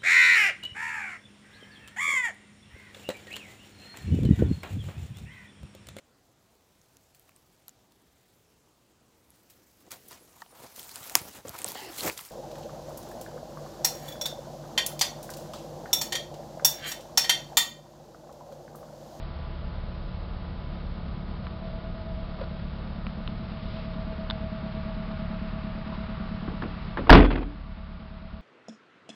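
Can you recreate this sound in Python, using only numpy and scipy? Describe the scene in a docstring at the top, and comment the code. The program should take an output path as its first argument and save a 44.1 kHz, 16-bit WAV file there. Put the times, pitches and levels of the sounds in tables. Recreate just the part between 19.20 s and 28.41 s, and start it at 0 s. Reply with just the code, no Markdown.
"""A small four-cylinder car idles on a gravel yard: drone, exhaust puffs, throbbing whistle, belt whine and hiss.
Pebbles click and shoes scuff, made from short noise, as someone steps round the open swing-out tailgate.
The door then knocks on its hinges and slams: noise bursts clank and clatter, sine modes ring panels and cabin.
The bang overloads, and the gain control then holds the idle down to the end.
The whole sound is dull, with little above 5 kHz."""
import sys
import numpy as np
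from scipy import signal
from scipy.io import wavfile
from scipy.ndimage import uniform_filter1d

SR = 44100
rng = np.random.default_rng(int(sys.argv[2]) if len(sys.argv) > 2 else 0)


def transcribe(u):
    """Save the signal u as a 16-bit wav file named by the first command-line argument.

    u: samples, shape (n,) or (channels, n), limited to [-1, 1]; the rate is SR.
    q: integer samples, one column per channel.
    """
    v = np.clip(np.atleast_2d(u).T, -1, 1)
    q = np.round(v * 32767).astype(np.int16)
    wavfile.write(sys.argv[1], SR, q)


N = 406161
TIME = np.arange(N) / SR  # seconds

# walk round the car: [t/s, place from 0 at the open door to 1 well behind the car]
WALK = [(2.6, 0.023), (4.2, 0.33), (6.0, 1), (7.0, 1), (7.4, 0.91)]
# wash of engine bay and yard, by zone: [upper edge f/Hz, level/dB at the door, level/dB behind the car]
WASH_ZONES = [(720, -50, -52.5), (2050, -52.5, -47.5), (2900, -61, -55), (8000, -57, -55)]
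# relative colour of the wash: [f/Hz, density/dB per Hz]
WASH_COLOUR = [(300, -7.5), (450, 0.5), (600, 3.5), (800, -0.5), (1200, 0.5), (1600, -5), (2200, -8.5),
               (3000, -6), (4000, -11), (5000, -11.5), (6000, -22)]
# brief swell of hiss: (centre t/s, Gaussian spread/s, lift level/dB)
HISS_SWELL = (4.5, 0.15, 3.6)
# relative colour of the low rumble under the drone: [f/Hz, density/dB per Hz]
RUMBLE_COLOUR = [(18, -10), (28, 3.5), (55, 0), (90, -4), (140, -4), (200, -11.5), (300, -26.5)]
# faint whine of belt and pulleys: [f/Hz, level/dB at the door, level/dB behind the car]
BELT_WHINE = [(335, -55, -65.5), (468, -60.5, -69), (859, -59.5, -64.5), (1005, -58.5, -66.5),
              (1156, -60.5, -55), (1253, -60, -64), (1432, -64.5, -61.5), (2200, -67.5, -64)]

# engine speed: [t/s, firing rate f/Hz]
FIRING_RATE = [(0, 35.96), (2.7, 35.96), (3.2, 35.7), (3.9, 35.85), (4.8, 35.69), (7, 35.67), (7.8, 35.6),
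               (9.2, 35.78)]
# first five multiples of the firing rate in the drone: relative [level/dB]
ORDER_LEVELS = [-0.5, -2, -11.5, -6.5, -3.5]
# exhaust puffs of the four cylinders in firing order: relative [level/dB]
CYLINDER_LEVELS = [4, 0, -10, 6]
# exhaust pipe resonances: [f/Hz, width/Hz of each of two passes, relative level/dB]
PIPE_RESONANCES = [(204.2, 49.7, 9), (270, 93, -14), (335, 57, -25)]
# drone before its trim: [t/s, level/dB]
DRONE_LEVEL = [(0, -34), (1, -36), (3.8, -39.5), (5.1, -36.5), (6.2, -40.0), (7.6, -41.5), (8.6, -32),
               (9.2, -37.0)]
# exhaust puffs, louder as the microphone nears the tailpipe: [t/s, level/dB]
EXHAUST_LEVEL = [(0, -56), (1, -55), (1.9, -45), (2.8, -48.5), (3.7, -42.5), (5.9, -38), (7.2, -39),
                 (7.7, -44), (9.2, -41.0)]
# pipe whistle before its trim, coming and going: [t/s, level/dB]
WHISTLE_LEVEL = [(0, -51), (0.7, -60), (1.802, -65.5), (2.45, -47.5), (2.95, -44.5), (3.65, -58.0),
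                 (4.2, -51.5), (4.7, -45), (5.199, -42.5), (7.0, -48), (7.6, -55.5), (8.6, -49.5),
                 (9.198, -48.5)]

# pebbles clicking underfoot:
# [t/s, peak level/dB, ring f/Hz, ring width/Hz of each of two passes, dull knock level/dB against the ring]
PEBBLES = [(2.268, -26, 1680, 1000, 3), (3.867, -23.5, 1900, 1800, 3), (4.076, -22.5, 2970, 1400, -3),
           (5.0997, -17, 3290, 1000, -5), (5.108, -16, 3440, 900, -2)]
# shoes shifting on the gravel:
# [centre t/s, crunch level/dB, Gaussian spread/s, thud f/Hz, thud level/dB against the crunch]
SCUFFS = [(3.195, -41, 0.0072, 1170, -6), (3.219, -43, 0.011, 500, 5.5), (3.238, -44, .005, 1420, -6),
          (4.926, -42, 0.009, 468, -2), (6.734, -45, 0.023, 1025, -2)]
# relative colour of the crunch: [f/Hz, density/dB per Hz]
SCUFF_COLOUR = [(200, 1), (500, -0.5), (750, 6), (1400, -6), (2500, -13.5), (4000, -12), (6000, -22)]

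# relative colour of the clatter of trim, latch and glass: [f/Hz, density/dB per Hz]
CLATTER_COLOUR = [(60, 12), (100, 13), (280, 7), (500, 4), (750, -4), (1100, -7.5), (1700, -10),
                  (2300, -6.5), (3300, -20), (5000, -12), (6500, -20)]
# its basic decay, which each blow scales: [f/Hz, t60/s]
CLATTER_DECAY = [(60, 0.47), (300, 0.62), (1000, 0.34), (3000, 0.46), (6000, 0.21)]
# steel panel modes, pitch and level scattered at each blow: [centre f/Hz, mean level/dB, t60/s]
PANEL_MODES = [(126, -4.5, .28), (185, -6.5, 0.21), (253, 0.5, 0.36), (284.8, -5, 0.52), (288.3, -10, 0.75),
               (344.7, -8.5, 0.42), (437, -6, 0.25), (468, -12.5, 0.24), (524, -17.5, 0.42),
               (630, -9, 0.077), (707, -13.5, 0.3), (830, -12, 0.2), (1016, -17, 0.17), (1120, -19, 0.2),
               (1288, -17, 0.2), (1511, -19, 0.39), (1909, -26, .33), (2493, -25, .33), (3300, -25, .55)]
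# latch and striker resonances: [f/Hz, width/Hz, relative level/dB]
LATCH_RESONANCES = [(787, 150, -6.5), (1090, 490, 1), (1490, 300, -9.5), (1900, 300, -15), (2500, 340, -11),
                    (3250, 440, -11)]
# cabin air and the body on its springs: [f/Hz, level/dB, t60/s]
CABIN_MODES = [(42.1, 2.5, 0.75), (49.4, -3, .35), (69.7, -2, 0.55)]
# the swinging door knocks on its hinges: [t/s, clatter level/dB, brightness limit f/Hz]
HINGE_KNOCKS = [(7.277, -30.5, 1300), (7.421, -27.5, 2400), (7.772, -20.5, 1800), (7.869, -29.5, 1600)]
# shaken trim and lock parts: [t/s, clatter level/dB]
RATTLES = [(7.937, -9), (7.984, -14), (8.046, -15.5), (8.104, -17.5), (8.126, -25), (8.155, -22),
           (8.178, -25), (8.228, -31)]

RUMBLE_DB, DRONE_TRIM_DB, WHISTLE_TRIM_DB = -38, -0.5, -0.5
UPPER_ORDERS_FOLLOW = .25  # share of the exhaust's dB swing that the upper orders take
KNOCK_BOUNCE_S, KNOCK_BOUNCE_DB = .016, -6  # lag and level against the knock
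# the latch meets the striker, the door lands on its seal, then the cabin booms
CATCH_S, CATCH_DB = 7.8945, -12.5
SLAM_S, SLAM_DB = 7.902, 1.5
SHUT_S = 7.905
# rebounds hold briefly, then their energy falls as a power of time and they grow duller
REBOUND_S, REBOUND_HOLD_S, REBOUND_FALL, REBOUND_DULLING_OCT_PER_S = .0249, .047, 5.6, 5.0
DULL_TOP_HZ, CUTOFF_HZ = 4966, 16900


def from_db(db):
    """Turn decibels into gain."""
    return np.exp(np.asarray(db) * (np.log(10) / 20))


def rms_one(x):
    """Scale to unit rms."""
    return x / np.sqrt(np.mean(x ** 2) + 1e-20)


def in_time(rows):
    """Draw each column of a curve at every sample."""
    s, *columns = np.transpose(rows)
    return [np.interp(TIME, s, c) for c in columns]


def at_hz(points, hz):
    """Read a spectrum on a log-frequency axis."""
    point_hz, values = np.transpose(points)
    return np.interp(np.log(hz), np.log(point_hz), values)


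def add(out, s, sound):
    """Mix a sound in at a time in seconds."""
    i = int(s * SR)
    out[i:i + len(sound)] += sound[:N - i]


def drift(rate_hz):
    """Random wander of unit rms: noise through two equal low-pass poles, run at every 40th sample."""
    r = np.exp(-80 * np.pi * rate_hz / SR)
    noise = rng.standard_normal(N // 40 + 2002)
    slow = signal.lfilter([1], [1, -2 * r, r * r], noise)[2000:]  # skip the filter's run-in
    return np.interp(np.arange(N) / 40, np.arange(len(slow)), rms_one(slow))


def resonance(x, hz, width_hz):
    """Two-pole resonance with gain 1 on top."""
    r = np.exp(-np.pi * width_hz / SR)
    zeros = np.array([1, 0, -1]) * (1 - r * r) / 2
    poles = [1, -2 * r * np.cos(2 * np.pi * hz / SR), r * r]
    return signal.lfilter(zeros, poles, x + 1e-18)


def double_resonance(x, hz, width_hz):
    """The same resonance twice over, for steeper skirts."""
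    return resonance(resonance(x, hz, width_hz), hz, width_hz)


def low_pass(x, hz, order=2):
    """Butterworth low-pass."""
    return signal.sosfilt(signal.butter(order, min(hz, .45 * SR), fs=SR, output="sos"), x)


def dying(t, t60):
    """Exponential decay, 60 dB down at t60."""
    return np.exp(-np.log(1000) * t / t60)


def noise_bands(colour, size):
    """Centres and rows of half-octave noise bands whose sum has unit spread."""
    edges = 16 * 2 ** np.arange(0, 9.1, .5)
    white = rng.standard_normal((2, size))  # neighbouring bands take different noise
    centres, rows = [], []
    for k, (low, high) in enumerate(zip(edges, edges[1:])):
        hz = np.sqrt(low * high)
        if colour[0][0] <= hz <= colour[-1][0]:
            band = signal.butter(2, [low, high], "band", fs=SR, output="sos")
            centres.append(hz)
            rows.append(from_db(at_hz(colour, hz)) * signal.sosfilt(band, white[k % 2]))
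    return np.array(centres), np.array(rows) / np.std(np.sum(rows, axis=0))


def by_place(door_db, behind_db):
    """A level that slides between two values as the microphone moves behind the car."""
    return door_db + in_time(WALK)[0] * (behind_db - door_db)


def wash(firings, pulse_db=0.5, wander_db=0.22, flutter_db=.5):
    """Steady rumble under fan air and hiss; the air follows the place and pulses a little with each firing."""
    hz, bands = noise_bands(WASH_COLOUR, N)
    zone = np.digitize(hz, [edge for edge, _, _ in WASH_ZONES])
    swell_s, spread_s, peak_db = HISS_SWELL
    swell_db = peak_db * np.exp(-.5 * ((TIME - swell_s) / spread_s) ** 2)
    air = 0
    for k, (_, door_db, behind_db) in enumerate(WASH_ZONES):
        level_db = by_place(door_db, behind_db) + wander_db * drift(2)
        if k >= 2:  # only the upper zones swell
            level_db = level_db + swell_db
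        air = air + from_db(level_db) * rms_one(bands[zone == k].sum(0))
    pulse = from_db(pulse_db * np.cos(2 * np.pi * firings) + flutter_db * drift(22))
    rumble = noise_bands(RUMBLE_COLOUR, N)[1].sum(0)
    return air * pulse + from_db(RUMBLE_DB) * rumble


def belt(waver_rad=1.44, flutter_db=2.5):
    """Sine tones with wavering phase, whose balance shifts as the microphone moves behind the car."""
    whine = 0
    for hz, door_db, behind_db in BELT_WHINE:
        level = from_db(by_place(door_db, behind_db) + flutter_db * drift(9.2))
        whine = whine + level * np.sin(2 * np.pi * hz * TIME + waver_rad * drift(5.8))
    return whine


def engine_drone(turn, drone_db, exhaust_db):
    """Cosines on the firing orders, each wandering in level and phase."""
    upper_db = np.mean(drone_db) + UPPER_ORDERS_FOLLOW * (exhaust_db - np.mean(exhaust_db))
    drone = 0
    for k, db in enumerate(ORDER_LEVELS):
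        level_db = drone_db if k < 2 else upper_db  # the upper orders partly follow the exhaust
        level = from_db(level_db + db + 1.0 * drift(1.9))
        drone = drone + level * np.cos((k + 1) * turn + 0.29 * drift(1.8))
    return drone


def exhaust_puffs(firings):
    """One uneven impulse per cylinder excites the pipe resonances."""
    at = np.flatnonzero(np.diff(np.floor(firings + 0.3024)))  # 0.3 of a firing ahead of the drone's crest
    cylinder = np.round(firings[at]).astype(int) % len(CYLINDER_LEVELS)
    puffs = np.zeros(N)
    puffs[at] = from_db(np.array(CYLINDER_LEVELS)[cylinder] + rng.normal(0, 1.0, len(at)))
    return rms_one(sum(from_db(db) * double_resonance(puffs, hz, width) for hz, width, db in PIPE_RESONANCES))


def pipe_whistle(turn, throb_db=4.5, flat_top_db=2.0, swing_rad=0.93, waver_rad=0.21, flutter_db=0.7):
    """A tone at 18 times the firing rate throbs once per four firings; stronger flow lifts its pitch."""
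    cycle = turn / len(CYLINDER_LEVELS) - .25  # the swell lags by a quarter radian
    throb = from_db(throb_db * np.cos(cycle) - flat_top_db * np.cos(2 * cycle) + flutter_db * drift(20))
    phase = 18 * turn + swing_rad * np.sin(cycle) + waver_rad * drift(13)
    return rms_one(throb * np.sin(phase))


def engine(firings):
    """Drone, exhaust puffs and whistle, all locked to the firings and each riding its own level."""
    drone_db, exhaust_db, whistle_db = (in_time(c)[0] for c in (DRONE_LEVEL, EXHAUST_LEVEL, WHISTLE_LEVEL))
    turn = 2 * np.pi * firings
    drone = from_db(DRONE_TRIM_DB) * engine_drone(turn, drone_db, exhaust_db)
    puffs = from_db(exhaust_db) * exhaust_puffs(firings)
    whistle = from_db(whistle_db + WHISTLE_TRIM_DB) * pipe_whistle(turn)
    return drone + puffs + whistle


def pebbles(contact_t60=0.0085, dull_hz=1050, dull_width_hz=900):
    """Each contact is a noise tick that excites a short ring and a dull knock."""
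    out, t = np.zeros(N), TIME[:SR // 20]
    for s, db, hz, width, dull_db in PEBBLES:
        contact = rng.standard_normal(len(t)) * dying(t, contact_t60)
        ring = rms_one(double_resonance(contact, hz, width))
        knock = rms_one(double_resonance(contact, dull_hz, dull_width_hz))
        tick = ring + from_db(dull_db) * knock
        add(out, s, from_db(db) * tick / np.abs(tick).max())
    return out


def scuffs(thud_width_hz=130, grain_db=5):
    """A shifting shoe gives a soft swell of grainy noise with a resonant thud in it."""
    out = np.zeros(N)
    crunch = rms_one(noise_bands(SCUFF_COLOUR, N)[1].sum(0) * from_db(grain_db * drift(140)))
    for s, db, spread_s, thud_hz, thud_db in SCUFFS:
        thud = rms_one(double_resonance(crunch, thud_hz, thud_width_hz))
        swell = np.exp(-.5 * ((TIME - s) / spread_s) ** 2)
        out += from_db(db) * swell * (crunch + from_db(thud_db) * thud)
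    return out


def blow(s, db, ring_db, clank_db, decay, top_hz):
    """One contact at a time and clatter level; panel ring and latch clank are set against the clatter."""
    return s, db, db + ring_db, decay, top_hz, db + clank_db


def rebound(age, top_hz=4300):
    """The door on its seal, weaker and duller the longer after its first landing."""
    db = SLAM_DB - 10 * np.log10(1 + (age / REBOUND_HOLD_S) ** REBOUND_FALL)
    limit_hz = top_hz * 2 ** (-REBOUND_DULLING_OCT_PER_S * age)
    return blow(SLAM_S + age, db, ring_db=-5.5, clank_db=0, decay=.4, top_hz=limit_hz)


def blows(count=7):
    """Hinge knocks with a duller bounce each, the latch catching, the slam and its rebounds, the rattles."""
    knocks = [blow(s, db, ring_db=-13, clank_db=-2, decay=.36, top_hz=top_hz)
              for s, db, top_hz in HINGE_KNOCKS]
    bounces = [blow(s + KNOCK_BOUNCE_S, db + KNOCK_BOUNCE_DB, ring_db=-11, clank_db=-6, decay=.28, top_hz=1200)
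               for s, db, _ in HINGE_KNOCKS]
    catch = blow(CATCH_S, CATCH_DB, ring_db=-10.0, clank_db=15, decay=0.31, top_hz=1300)
    slam = [rebound(age) for age in REBOUND_S * np.arange(count)]
    rattles = [blow(s, db, ring_db=-5.5, clank_db=-2, decay=.6, top_hz=2700) for s, db in RATTLES]
    return knocks + bounces + [catch] + slam + rattles


def panel_ring(t):
    """Decaying sine modes of the steel panel, struck with random signs and slightly uneven strengths."""
    mode_hz, mode_db, mode_t60 = np.transpose(PANEL_MODES)
    count = len(PANEL_MODES)
    strengths = from_db(mode_db + rng.normal(0, 1.2, count)) * rng.choice([-1, 1], count)
    # each blow rings at slightly scattered pitches, for a rougher, less tonal ring
    scattered_hz = mode_hz * (1 + rng.normal(0, .03, count))
    return strengths @ (np.sin(2 * np.pi * scattered_hz[:, None] * t) * dying(t, mode_t60[:, None]))


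def cabin_boom(t):
    """Low sine modes of the cabin air and the sprung body, pumped by the closing door."""
    return sum(from_db(db) * np.sin(2 * np.pi * hz * t) * dying(t, t60) for hz, db, t60 in CABIN_MODES)


def tailgate(clank_t60=0.053, grain_db=4.5):
    """Each blow clanks the latch, sets off grainy clatter and rings the panel; the closing door booms the cabin."""
    size = int(.55 * SR)
    out, t = np.zeros(N), TIME[:size]
    grain = rms_one(from_db(grain_db * drift(140)))
    latch = rms_one(sum(from_db(db) * resonance(rng.standard_normal(N), hz, width)
                        for hz, width, db in LATCH_RESONANCES))
    for s, clatter_db, ring_db, decay, top_hz, clank_db in blows():
        span = slice(int(s * SR), int(s * SR) + size)
        hz, bands = noise_bands(CLATTER_COLOUR, size)
        tails = dying(t, decay * at_hz(CLATTER_DECAY, hz)[:, None])
        clatter = from_db(clatter_db) * grain[span] * (bands * tails).sum(0)
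        ring = from_db(ring_db) * panel_ring(t)
        clank = from_db(clank_db) * latch[span] * dying(t, clank_t60)
        add(out, s, low_pass(clatter + ring + clank, top_hz))
    add(out, SHUT_S, cabin_boom(t))
    return out


def scene():
    """Idle, footing and door at one microphone."""
    firings = np.cumsum(in_time(FIRING_RATE)[0]) / SR
    background = wash(firings) + belt() + engine(firings)
    footing = pebbles() + scuffs()
    return (background + footing + tailgate())[None]


def gain_control(x, threshold_db=-12, most_db=7.0, attack_s=0.05):
    """A loud sound turns the gain down by a few dB, and it stays at the deepest cut reached."""
    level_db = 10 * np.log10(np.abs(uniform_filter1d(x ** 2, size=256)) + 1e-12)
    cut_db = np.maximum.accumulate(np.clip(level_db - threshold_db, 0, most_db), axis=-1)
    r = np.exp(-1 / (attack_s * SR))
    return x * from_db(-signal.lfilter([1 - r], [1, -r], cut_db))


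def record(dry):
    """A low-pass near 5 kHz, gain control, hard overload, a smoothing filter whose overshoots clip, a top cut."""
    levelled = gain_control(low_pass(dry, DULL_TOP_HZ, order=12))
    clipped = np.clip(levelled, -.63, .63)
    smoothed = np.clip(low_pass(clipped, 5500, order=14), -.79, .79)
    top_cut = signal.cheby2(12, 70, CUTOFF_HZ, fs=SR, output="sos")
    return signal.sosfilt(top_cut, smoothed)


dry = scene()
out = record(dry)
transcribe(out)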